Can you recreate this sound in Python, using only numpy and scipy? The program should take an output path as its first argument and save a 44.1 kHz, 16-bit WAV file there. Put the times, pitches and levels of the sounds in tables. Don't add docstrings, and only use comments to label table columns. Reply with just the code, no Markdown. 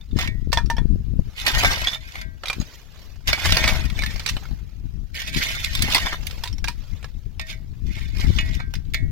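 import sys
import numpy as np
from scipy import signal
from scipy.fft import rfft, irfft, next_fast_len
from scipy.io import wavfile
from scipy.ndimage import map_coordinates

SR = 44100
rng = np.random.default_rng(int(sys.argv[2]) if len(sys.argv) > 2 else 0)


def inscribe(sig):
    pcm = np.round(np.clip(np.atleast_2d(sig).T, -1, 1) * 32767)
    wavfile.write(sys.argv[1], SR, pcm.astype(np.int16))


N = 401751
CLOCK = np.arange(N) / SR
T = np.arange(SR // 2) / SR
TOP_HZ = 16000

# time in seconds, level in dB.
WIND_STRENGTH = [(0.0, -33.5), (0.05, -44), (0.12, -26), (1.22, -25.5), (1.37, -42), (1.6, -22.5),
                 (2.13, -47.5), (2.18, -38.5), (2.54, -42.5), (2.59, -31), (2.69, -49.5), (3.22, -37.5),
                 (3.3, -24), (3.37, -39.5), (3.45, -22.5), (5.3, -39), (5.91, -28.5), (5.94, -31),
                 (7.51, -37), (7.86, -27.5), (8.02, -32), (8.27, -19.5), (8.73, -31), (9.11, -21.5)]
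# start in seconds, length in seconds, rumble in dB, flutter in dB.
GUSTS = [(0.134, 0.03, -29, -27), (0.833, 0.12, -22.5, -32.5), (1.146, 0.062, -25, -29.5),
         (2.563, 0.063, -39, -40.5), (3.284, 0.036, -27.5, -42), (4.315, 0.038, -27, -43),
         (4.78, 0.17, -33.5, -44.5), (5.316, 0.08, -36.5, -37.5), (5.837, 0.079, -28, -33.5),
         (7.699, 0.18, -29, -39)]
# time in seconds, relative peak in dB.
EDDY_POPS = [(0.162, -13.5), (0.474, -17), (0.856, -11), (0.959, -18), (1.139, -21.5), (1.194, -3.5),
             (2.584, -22)]
# frequency in Hz, level in dB.
RUMBLE_SPECTRUM = [(10, -6), (25, 5), (45, 4), (80, -0.5), (130, -8), (200, -21), (400, -77.5)]
# frequency in Hz, level in dB.
FLUTTER_SPECTRUM = [(60, -13.5), (140, 6.5), (220, 1), (330, -19), (500, -35), (1000, -46), (3000, -58.5)]
# frequency in Hz, level in dB.
AIR_SPECTRUM = [(30, -6), (200, -7.5), (500, -18.5), (1200, -28), (5000, -33.5), (9000, -38), (16000, -30)]
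# start in seconds, length in seconds, level in dB.
SPILLS = [(1.28, 0.071, -52), (2.54, 0.2, -45.5), (2.96, 0.09, -49), (3.92, 0.51, -44), (6.2, 0.19, -43.5),
          (6.8, 0.16, -51.5)]
# frequency in Hz, level in dB.
DUST_SPECTRUM = [(150, 0.5), (400, 2), (1000, -1), (2500, 1), (5000, -3), (7000, -7), (9000, -22),
                 (12500, -10.5), (16000, -16.5)]
# time in seconds, level in dB, knock in dB, ring in dB, lowest mode in Hz.
CHIPS = [(0.012, -44, -15.5, 10.5, 3600), (0.112, -44.5, -15, 9.5, 3630), (0.5194, -20.5, -23, -16, 1700),
         (0.5735, -23.5, -15, 14, 3450), (0.5849, -22.5, -3, 8, 1700), (0.6599, -32, -12, -3, 5470),
         (0.7015, -24, -20, 1.5, 5880), (1.8712, -15.5, -1.5, 12.5, 3370), (1.8834, -16.5, -14, 9.5, 3530),
         (1.933, -22, -12.5, 8.5, 3540), (1.9474, -25, -29, 11.5, 3620), (2.4351, -27.5, 9, -15, 1580),
         (2.4568, -19, -18, 0.5, 2410), (2.4704, -21.5, -7, 1, 3350), (2.4824, -16.5, -22, 0.5, 3760),
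         (2.4995, -14.5, -2, 6.5, 2400), (2.5294, -18.5, -11, 1, 2390), (2.6005, -29.5, -11, 5.5, 6660),
         (2.6135, -23, -8, -8, 6700), (3.9, -22, -9, -5, 2240), (4.0214, -17.5, -11.5, 4, 2170),
         (4.0355, -15, -28, 4.5, 1750), (4.1064, -24, -22, -9, 1810), (4.1597, -23.5, -3.5, -14, 1780),
         (4.1949, -17.5, -10, -11.5, 2240), (4.2617, -8, -15.5, -22, 4100),
         (4.2757, -14.5, -36.5, -13, 3830), (4.2886, -11, -24, -4.5, 5640), (4.2944, -10.5, -23, -15, 2680),
         (4.3665, -20.5, -2, -1.5, 3020), (4.4538, -35.5, 2.5, 2.5, 2180), (6.3095, -21, -37, -22, 4350),
         (6.4747, -19.5, -32, -2.5, 3720), (6.528, -31, -36.5, 4.5, 5430), (6.5823, -28.5, -13.5, -3, 5450),
         (6.6423, -13.5, -9.5, -3.5, 1615), (6.6756, -23, -25, 8, 2430), (7.028, -32, -6, -8, 1440),
         (7.0436, -27, -1.5, -1, 1685), (8.7531, -23.5, -20, -6, 4980)]
# time in seconds,
# level in dB, knock in dB, ring in dB, lowest mode in Hz.
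SLABS_AND_PEBBLES = [(0.5288, -5.5, -5, -4, 940), (0.5728, -16.5, 6, 13, 941), (0.7004, -17, -8, 10, 930),
                     (0.7121, -27.5, 4, 11, 930), (0.7672, -30.5, -14, 10, 883), (0.7822, -28, 10, 10, 943),
                     (4.4253, -43.5, 8, 9.5, 790), (4.511, -41.5, 6, 2, 820),
                     (6.4366, -13.5, -11, -8.5, 926), (6.457, -24, -9, 0.5, 990),
                     (6.6822, -12, -10, -5.5, 955.5)]
# multiple of its lowest mode, level in dB, t60 in seconds before scaling.
STONE_MODES = [(0.999, 7, 0.099), (1.075, -9, .07), (1.6, -20, .04), (1.93, -1.5, 0.11), (2.55, -19, 0.13),
               (3.3, -20.5, .05), (3.631, -12.5, 0.07), (5.68, -24.5, 0.055), (6.15, -20, .07)]
# start, hardest push and end in seconds,
# rasp in dB, digging in dB.
STROKES = [(0.169, 0.219, 0.26, -27.5, -29.5), (1.367, 1.387, 1.494, -29, -42.5),
           (1.455, 1.623, 1.955, -22.5, -26.5), (2.008, 2.193, 2.23, -39, -44),
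           (3.283, 3.58, 3.86, -24, -29.5), (3.94, 3.98, 4.34, -38.5, -42),
           (5.149, 5.194, 5.26, -28.5, -42.5), (5.331, 5.398, 5.71, -24, -36),
           (5.719, 5.945, 6.15, -25, -34.5), (7.469, 7.502, 7.535, -33, -46),
           (7.862, 7.986, 8.15, -41.5, -49), (8.147, 8.181, 8.6, -35.5, -41)]
# time in seconds, rasp in dB, digging in dB.
CATCHES = [(1.476, -17, -26), (1.587, -17.5, -42), (1.65, -20.5, -23.5), (1.716, -23, -22.5),
           (3.284, -19, -29), (3.452, -16, -23), (3.578, -30, -27.5), (3.635, -20, -27),
           (3.683, -18.5, -20), (3.754, -28, -31.5), (5.275, -28, -44), (5.368, -25, -42), (5.5, -31, -41),
           (5.641, -23.5, -56), (5.956, -17.5, -22), (6.062, -27, -28), (6.13, -30, -30.5),
           (8.21, -33, -60), (8.534, -36.5, -53.5), (8.6, -53, -37.5)]
# frequency in Hz, level in dB.
RASP_SPECTRUM = [(300, -22), (900, -20.5), (1600, -8), (2400, 0.5), (3800, -2), (5200, -6), (7000, -11),
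                 (9000, -20.5), (12500, -14.5), (16000, -23.5)]
# frequency in Hz, level in dB.
DIG_SPECTRUM = [(100, -4.5), (250, -2), (450, -6), (750, 2), (1350, 1), (2000, -1), (4000, -37)]
# time in seconds, level in dB,
# knock in dB, ring in dB, favoured pitch in Hz.
BLOWS_AND_LIFTS = [(0.188, -13.5, -11, -0.5, 1930), (0.2748, -20, -7, 2.5, 2290),
                   (1.4645, -4.5, -19.5, -4.5, 2110), (1.6463, -7, 0.5, 3.5, 1590),
                   (2.1545, -23.5, -5, -0.5, 2270), (2.2134, -23.5, -23, -1, 1600),
                   (3.2734, -11.5, -12, -13.5, 2890), (3.3301, -4.5, -2.5, -2, 2300),
                   (3.5219, -4, -9.5, -5, 2800), (3.5683, -4.5, -5.5, -4.5, 2490),
                   (3.6394, -17.5, 4.5, 7, 2630), (3.6764, -21.5, -10.5, 14.5, 2290),
                   (3.691, -20, -4, 0, 2240), (3.9898, -18.5, -6, 4.5, 2470),
                   (4.0613, -15, -23.5, -4.5, 1830), (5.1436, -30.5, -34, 2.5, 2300),
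                   (5.2175, -17.5, -16, -8.5, 2290), (5.7513, -9.5, -23.5, -7, 3530),
                   (5.8217, -6.5, -42.5, -8.5, 4100), (5.9464, -1, -25, -16, 3610),
                   (5.9802, -11.5, -1, -24.5, 1860), (6.2681, -17, -44.5, -14.5, 3250),
                   (7.3955, -18.5, -4, -2, 2470), (7.413, -26.5, -13.5, 0.5, 1880),
                   (7.5276, -29.5, -18, -1, 2300), (8.3858, -18, -0.5, 7, 2900), (8.6001, -34, -6, 9, 1575),
                   (8.738, -18.5, -8, -14, 2520), (8.9364, -20, -27, -0.5, 2110),
                   (8.9434, -11.5, -10, -2, 2120)]
# frequency in Hz, level in dB, t60 in seconds.
BLADE_MODES = [(638.4, -21.5, 0.65), (996, -21, 0.23), (1336, -10.5, 0.067), (1574, -16, 0.45),
               (1670, -22.5, 0.37), (1844, -6, 0.25), (1937, -13, 0.5), (2050, -3.5, 0.11),
               (2125, -13, 0.2), (2184, -12, 0.32), (2277, 0.5, .11), (2452, -7, .09), (2550, -8.5, 0.13),
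               (2890, -9, 0.11), (3430, -13.5, 0.16), (3590, -3.5, 0.12), (3660, -10.5, 0.12),
               (4050, -16, .11), (4160, -19.5, 0.11), (4770, -18, 0.12), (5300, -15, 0.075),
               (6720, -17.5, 0.089)]
# time in seconds, lead of the left port in ms, left-right difference in dB.
BEARING = [(.2, 0.14, -0.5), (1.6, 0.17, 1.5), (2.3, 0.37, 5), (3.3, 0.16, -1), (3.7, 0.024, 2.5),
           (4.2, 0.53, 1.5), (5.4, .38, -3), (6, 0.11, 4.5), (7.4, 0.38, -4.5), (9, 0.44, -3)]
# frequency in Hz, share of the power.
SCATTERED_SHARE = [(500, 0.072), (1000, 0.41), (2300, 0.64), (5000, 0.85), (12000, 0.81)]
# frequency in Hz, left-right difference in dB.
PORT_COLOUR = [(400, -3.5), (1000, 4), (1600, 0.5), (2300, -5), (3100, -4.5), (4500, -10.5), (6200, -9),
               (7500, 3.5), (8600, 5.5), (10000, -5), (13000, -5.5)]

GUST_ATTACK_S, GUST_RELEASE_S = 0.019, 0.018
FLUTTER_DB, FLUTTER_GROWS = -47, 1.2
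SPILL_ATTACK_S, SPILL_SETTLE_S = 0.07, 0.12
HISS_DB = -59.5
GLANCE = 0.32
ENTRY_DB, EXIT_DB = -9.5, -12
DIG_GROWS = 1.25
SINGING_GROWS, FIRM_DB = 0.82, -24
STROKE_ATTACK_S, STROKE_RELEASE_S = 0.0072, 0.014
CATCH_ATTACK_S, CATCH_HOLD_S, CATCH_RELEASE_S = 0.0075, 0.0088, 0.016
JUDDER_DB, JUDDER_RATE = 1.25, 90


def amp(db):
    return np.exp(np.asarray(db) * (np.log(10) / 20))


def unit(x):
    return x / np.sqrt(np.mean(x ** 2) + 1e-20)


def struck(x):
    return x / np.sqrt(np.mean(x[:SR // 200] ** 2) + 1e-20)


def along(points, hz):
    f, v = np.transpose(points)
    return np.interp(np.log(hz + 1), np.log(f + 1), v)


def curves(rows):
    s, *cols = np.transpose(rows)
    return [np.interp(CLOCK, s, c) for c in cols]


def wobble(rate):
    knots = rng.standard_normal(int(N * rate / SR) + 4)
    return map_coordinates(knots, [np.arange(N) * rate / SR])


def filtered(x, response):
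    m = next_fast_len(N + SR // 4)
    return irfft(rfft(x, m) * response(np.fft.rfftfreq(m, 1 / SR)), m)[..., :N]


def coloured(x, spectrum, size=4096):
    log_gain = np.log(amp(along(spectrum, np.fft.rfftfreq(size, 1 / SR))))
    cepstrum = irfft(log_gain)
    cepstrum[1:size // 2] *= 2
    cepstrum[size // 2 + 1:] = 0
    impulse_response = irfft(np.exp(rfft(cepstrum)))
    return unit(signal.oaconvolve(x, impulse_response)[:N])


def add(track, s, x):
    part = track[max(0, round(s * SR)):][:len(x)]
    part += x[:len(part)]


def envelope(start, length, attack_s, release_s):
    before = np.maximum(start - CLOCK, 0)
    after = np.maximum(CLOCK - start - length, 0)
    return np.exp(-before / attack_s - after / release_s)


def joined(gains):
    return np.sqrt(sum(gain ** 2 for gain in gains))


def gusting():
    strength_db, = curves(WIND_STRENGTH)
    rumble = [amp(strength_db)]
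    flutter = [amp(FLUTTER_DB + FLUTTER_GROWS * (strength_db - strength_db.mean()))]
    for start, length, rumble_db, flutter_db in GUSTS:
        gust = envelope(start, length, GUST_ATTACK_S, GUST_RELEASE_S)
        rumble.append(amp(rumble_db) * gust)
        flutter.append(amp(flutter_db) * gust)
    return joined(rumble), joined(flutter)


def wind():
    rumbling, fluttering = gusting()
    ports = []
    for slow_db, fast_db in [(6.5, 8.0), (-8.5, -10)]:
        swirl = unit(amp(3.23 * wobble(22)) * coloured(rng.standard_normal(N), RUMBLE_SPECTRUM))
        flutter = unit(np.abs(swirl) ** 1.35 * coloured(rng.standard_normal(N), FLUTTER_SPECTRUM))
        ports.append(rumbling * amp(slow_db) * swirl + fluttering * amp(fast_db) * flutter)
    u = (T[:SR // 40] - .01) / .0012
    pop = (1 + u ** 2) ** -1.5
    for s, db in EDDY_POPS:
        add(ports[0], s - .01, amp(db + 9) * pop)
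    return np.array(ports)


def open_air():
    return amp(-60.0) * np.array([coloured(rng.standard_normal(N), AIR_SPECTRUM) for port in range(2)])


def grains(rate, spread_db, clump_db):
    sizes = amp(spread_db * np.minimum(rng.exponential(size=N), 4)) * rng.choice([-1, 1], N)
    breaks = rng.random(N) < rate / SR
    return unit(breaks * sizes * amp(clump_db * wobble(170)))


def pebbles(rate, hz, cycles, spread_db, size=500):
    draws = rng.random((int(rate * N / SR), 4))
    when, pitch, force, life = draws.T[:, :, None]
    turns = np.minimum(hz * 2 ** (2.4 * (pitch - .5)), TOP_HZ) * T[:size]
    strength = amp(spread_db * np.minimum(-np.log(1 - force), 3.5))
    ticks = strength * np.sin(2 * np.pi * turns) * np.exp(-turns / (cycles * (.5 + life)))
    places = (when * N).astype(int) + np.arange(size)
    return unit(np.bincount(places.ravel(), ticks.ravel(), N)[:N])


def trickling():
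    spills = [amp(db) * envelope(start, length, SPILL_ATTACK_S, SPILL_SETTLE_S)
              for start, length, db in SPILLS]
    flow = joined([amp(HISS_DB), *spills])
    dust = coloured(grains(rate=7600, spread_db=0.0, clump_db=2.0), DUST_SPECTRUM)
    gravel = pebbles(rate=390, hz=3070, cycles=6.9, spread_db=4.5)
    return flow * (amp(-2.5) * dust + amp(-16.0) * gravel)


def ring(modes, scatter_db, size):
    hz, db, t60 = np.transpose(modes)[:, :, None]
    level = db + scatter_db * rng.standard_normal(hz.shape)
    sign = rng.choice([-1, 1], hz.shape) * (hz < TOP_HZ)
    decay = amp(level - 60 * T[:size] / t60)
    return struck(np.sum(sign * decay * np.sin(2 * np.pi * hz * T[:size]), axis=0))


def clinks(rows, life, dull_db):
    out = np.zeros(N)
    for s, db, knock_db, ring_db, hz in rows:
        modes = [(hz * k, level - dull_db * np.log2(k), t60 * life) for k, level, t60 in STONE_MODES]
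        add(out, s, amp(db + ring_db - 13.0) * ring(modes, scatter_db=6.0, size=SR // 5))
    return out


def crunch(knock_db, crisp_db, t60, size=5000):
    crumbling = amp(-60 * T[:size] / t60)
    crack = amp(9 - 60 * T[:size] / 0.017)
    out = 0
    for lo, hi, db in [(556, 1770, knock_db), (1580, 4980, -1.7), (5700, 16300, crisp_db + 9.0)]:
        band = signal.butter(2, [lo, hi], "band", fs=SR)
        noise = (crumbling + crack) * rng.standard_normal(size)
        out = out + amp(db) * struck(signal.lfilter(*band, noise))
    return out


def crunches(rows, t60, crisp_db, glance):
    out = np.zeros(N)
    for s, db, knock_db, *ringing in rows:
        add(out, s, amp(db - 10.0) * crunch(knock_db, crisp_db - glance * knock_db, t60))
    return out


def effort():
    judder_db = JUDDER_DB * wobble(JUDDER_RATE)
    rasp, dig = [], []
    for start, hardest, end, rasp_db, dig_db in STROKES:
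        contact = envelope(start, end - start, STROKE_ATTACK_S, STROKE_RELEASE_S)
        push_db = np.interp(CLOCK, [start, hardest, end], [ENTRY_DB, 0, EXIT_DB])
        pressure_db = push_db + judder_db
        rasp.append(contact * amp(rasp_db + pressure_db))
        dig.append(contact * amp(dig_db + DIG_GROWS * pressure_db))
    for s, rasp_db, dig_db in CATCHES:
        surge = envelope(s, CATCH_HOLD_S, CATCH_ATTACK_S, CATCH_RELEASE_S)
        rasp.append(amp(rasp_db) * surge)
        dig.append(amp(dig_db) * surge)
    return joined(rasp), joined(dig)


def scraping():
    rasping, digging = effort()
    fine = grains(rate=5500, spread_db=3.5, clump_db=2.0)
    coarse = grains(rate=880, spread_db=5.5, clump_db=4.5)
    snaps = grains(rate=180, spread_db=9.0, clump_db=0.0)
    rasp = rasping * amp(-3.0) * coloured(fine + .5 * coarse + 0.41 * snaps, RASP_SPECTRUM)
    gravel = rasping * amp(-11.5) * pebbles(rate=800, hz=3263, cycles=7.0, spread_db=1.0)
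    dig = digging * amp(-1.5) * coloured(grains(rate=1800, spread_db=4.5, clump_db=3), DIG_SPECTRUM)
    damped = [(hz, db, .6 * t60) for hz, db, t60 in BLADE_MODES]
    steel = ring(damped, scatter_db=0, size=SR // 2)
    drive = amp(FIRM_DB - 6) * (rasping / amp(FIRM_DB)) ** SINGING_GROWS * fine
    singing = signal.oaconvolve(drive, steel / np.linalg.norm(steel))[:N]
    return rasp + gravel + dig + singing


def clangs(favour_db, octaves):
    out = np.zeros(N)
    for s, db, knock_db, ring_db, favoured_hz in BLOWS_AND_LIFTS:
        modes = []
        for hz, level, t60 in BLADE_MODES:
            closeness = np.exp(-(np.log2(hz / favoured_hz) / octaves) ** 2)
            modes.append((hz, level + favour_db * closeness, t60))
        add(out, s, amp(db + ring_db - 10.5) * ring(modes, scatter_db=4.0, size=SR // 2))
    return out


def placed(x, lead_ms, pan_db):
    shift = lead_ms * SR / 1000
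    late = map_coordinates(x, [np.arange(N) - shift], order=3)
    return np.array([amp(pan_db / 2) * x, amp(-pan_db / 2) * late])


def rocks(x, t60, size):
    pieces = np.pad(x, (0, -N % size)).reshape(-1, size)
    tails = rng.standard_normal((2, *pieces.shape)) * amp(-60 * T[:size] / t60)
    tails /= np.linalg.norm(tails, axis=2, keepdims=True)
    answers = irfft(rfft(pieces, 2 * size) * rfft(tails, 2 * size))
    heads = answers[..., :size].reshape(2, -1)
    overhangs = answers[..., size:].reshape(2, -1)
    return (heads + np.pad(overhangs, ((0, 0), (size, 0)))[:, :-size])[:, :N]


def scene():
    bearing = curves(BEARING)
    shovel = scraping() + crunches(BLOWS_AND_LIFTS, t60=0.062, crisp_db=-26, glance=GLANCE)
    large_contacts = crunches(SLABS_AND_PEBBLES, t60=0.11, crisp_db=-26, glance=GLANCE)
    chip_contacts = crunches(CHIPS, t60=0.096, crisp_db=-27, glance=0.05)
    stones = large_contacts + chip_contacts + trickling()

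    direct = placed(shovel, *bearing) + stones
    near_rocks = rocks(shovel + stones, t60=0.02, size=1024)
    scattered = near_rocks + amp(-16.0) * rocks(shovel + stones, t60=.25, size=8192)
    share = lambda hz: np.clip(along(SCATTERED_SHARE, hz), 0, 1)
    grit = filtered(direct, lambda hz: np.sqrt(1 - share(hz)))
    grit = grit + filtered(scattered, lambda hz: np.sqrt(share(hz)))

    steel = placed(clangs(favour_db=9, octaves=0.064), *bearing)
    plates = clinks(SLABS_AND_PEBBLES, life=0.94, dull_db=-3.0) + clinks(CHIPS, life=0.61, dull_db=24.5)
    work = filtered(grit + steel + plates,
                    lambda hz: amp(np.outer([1, -1], along(PORT_COLOUR, hz)) / 2))
    return work + open_air() + wind()


def record(dry):
    rounded = dry / (1 + np.abs(dry / .9) ** 6) ** (1 / 6)
    return filtered(rounded, lambda hz: hz < TOP_HZ)


dry = scene()
out = record(dry)
inscribe(out)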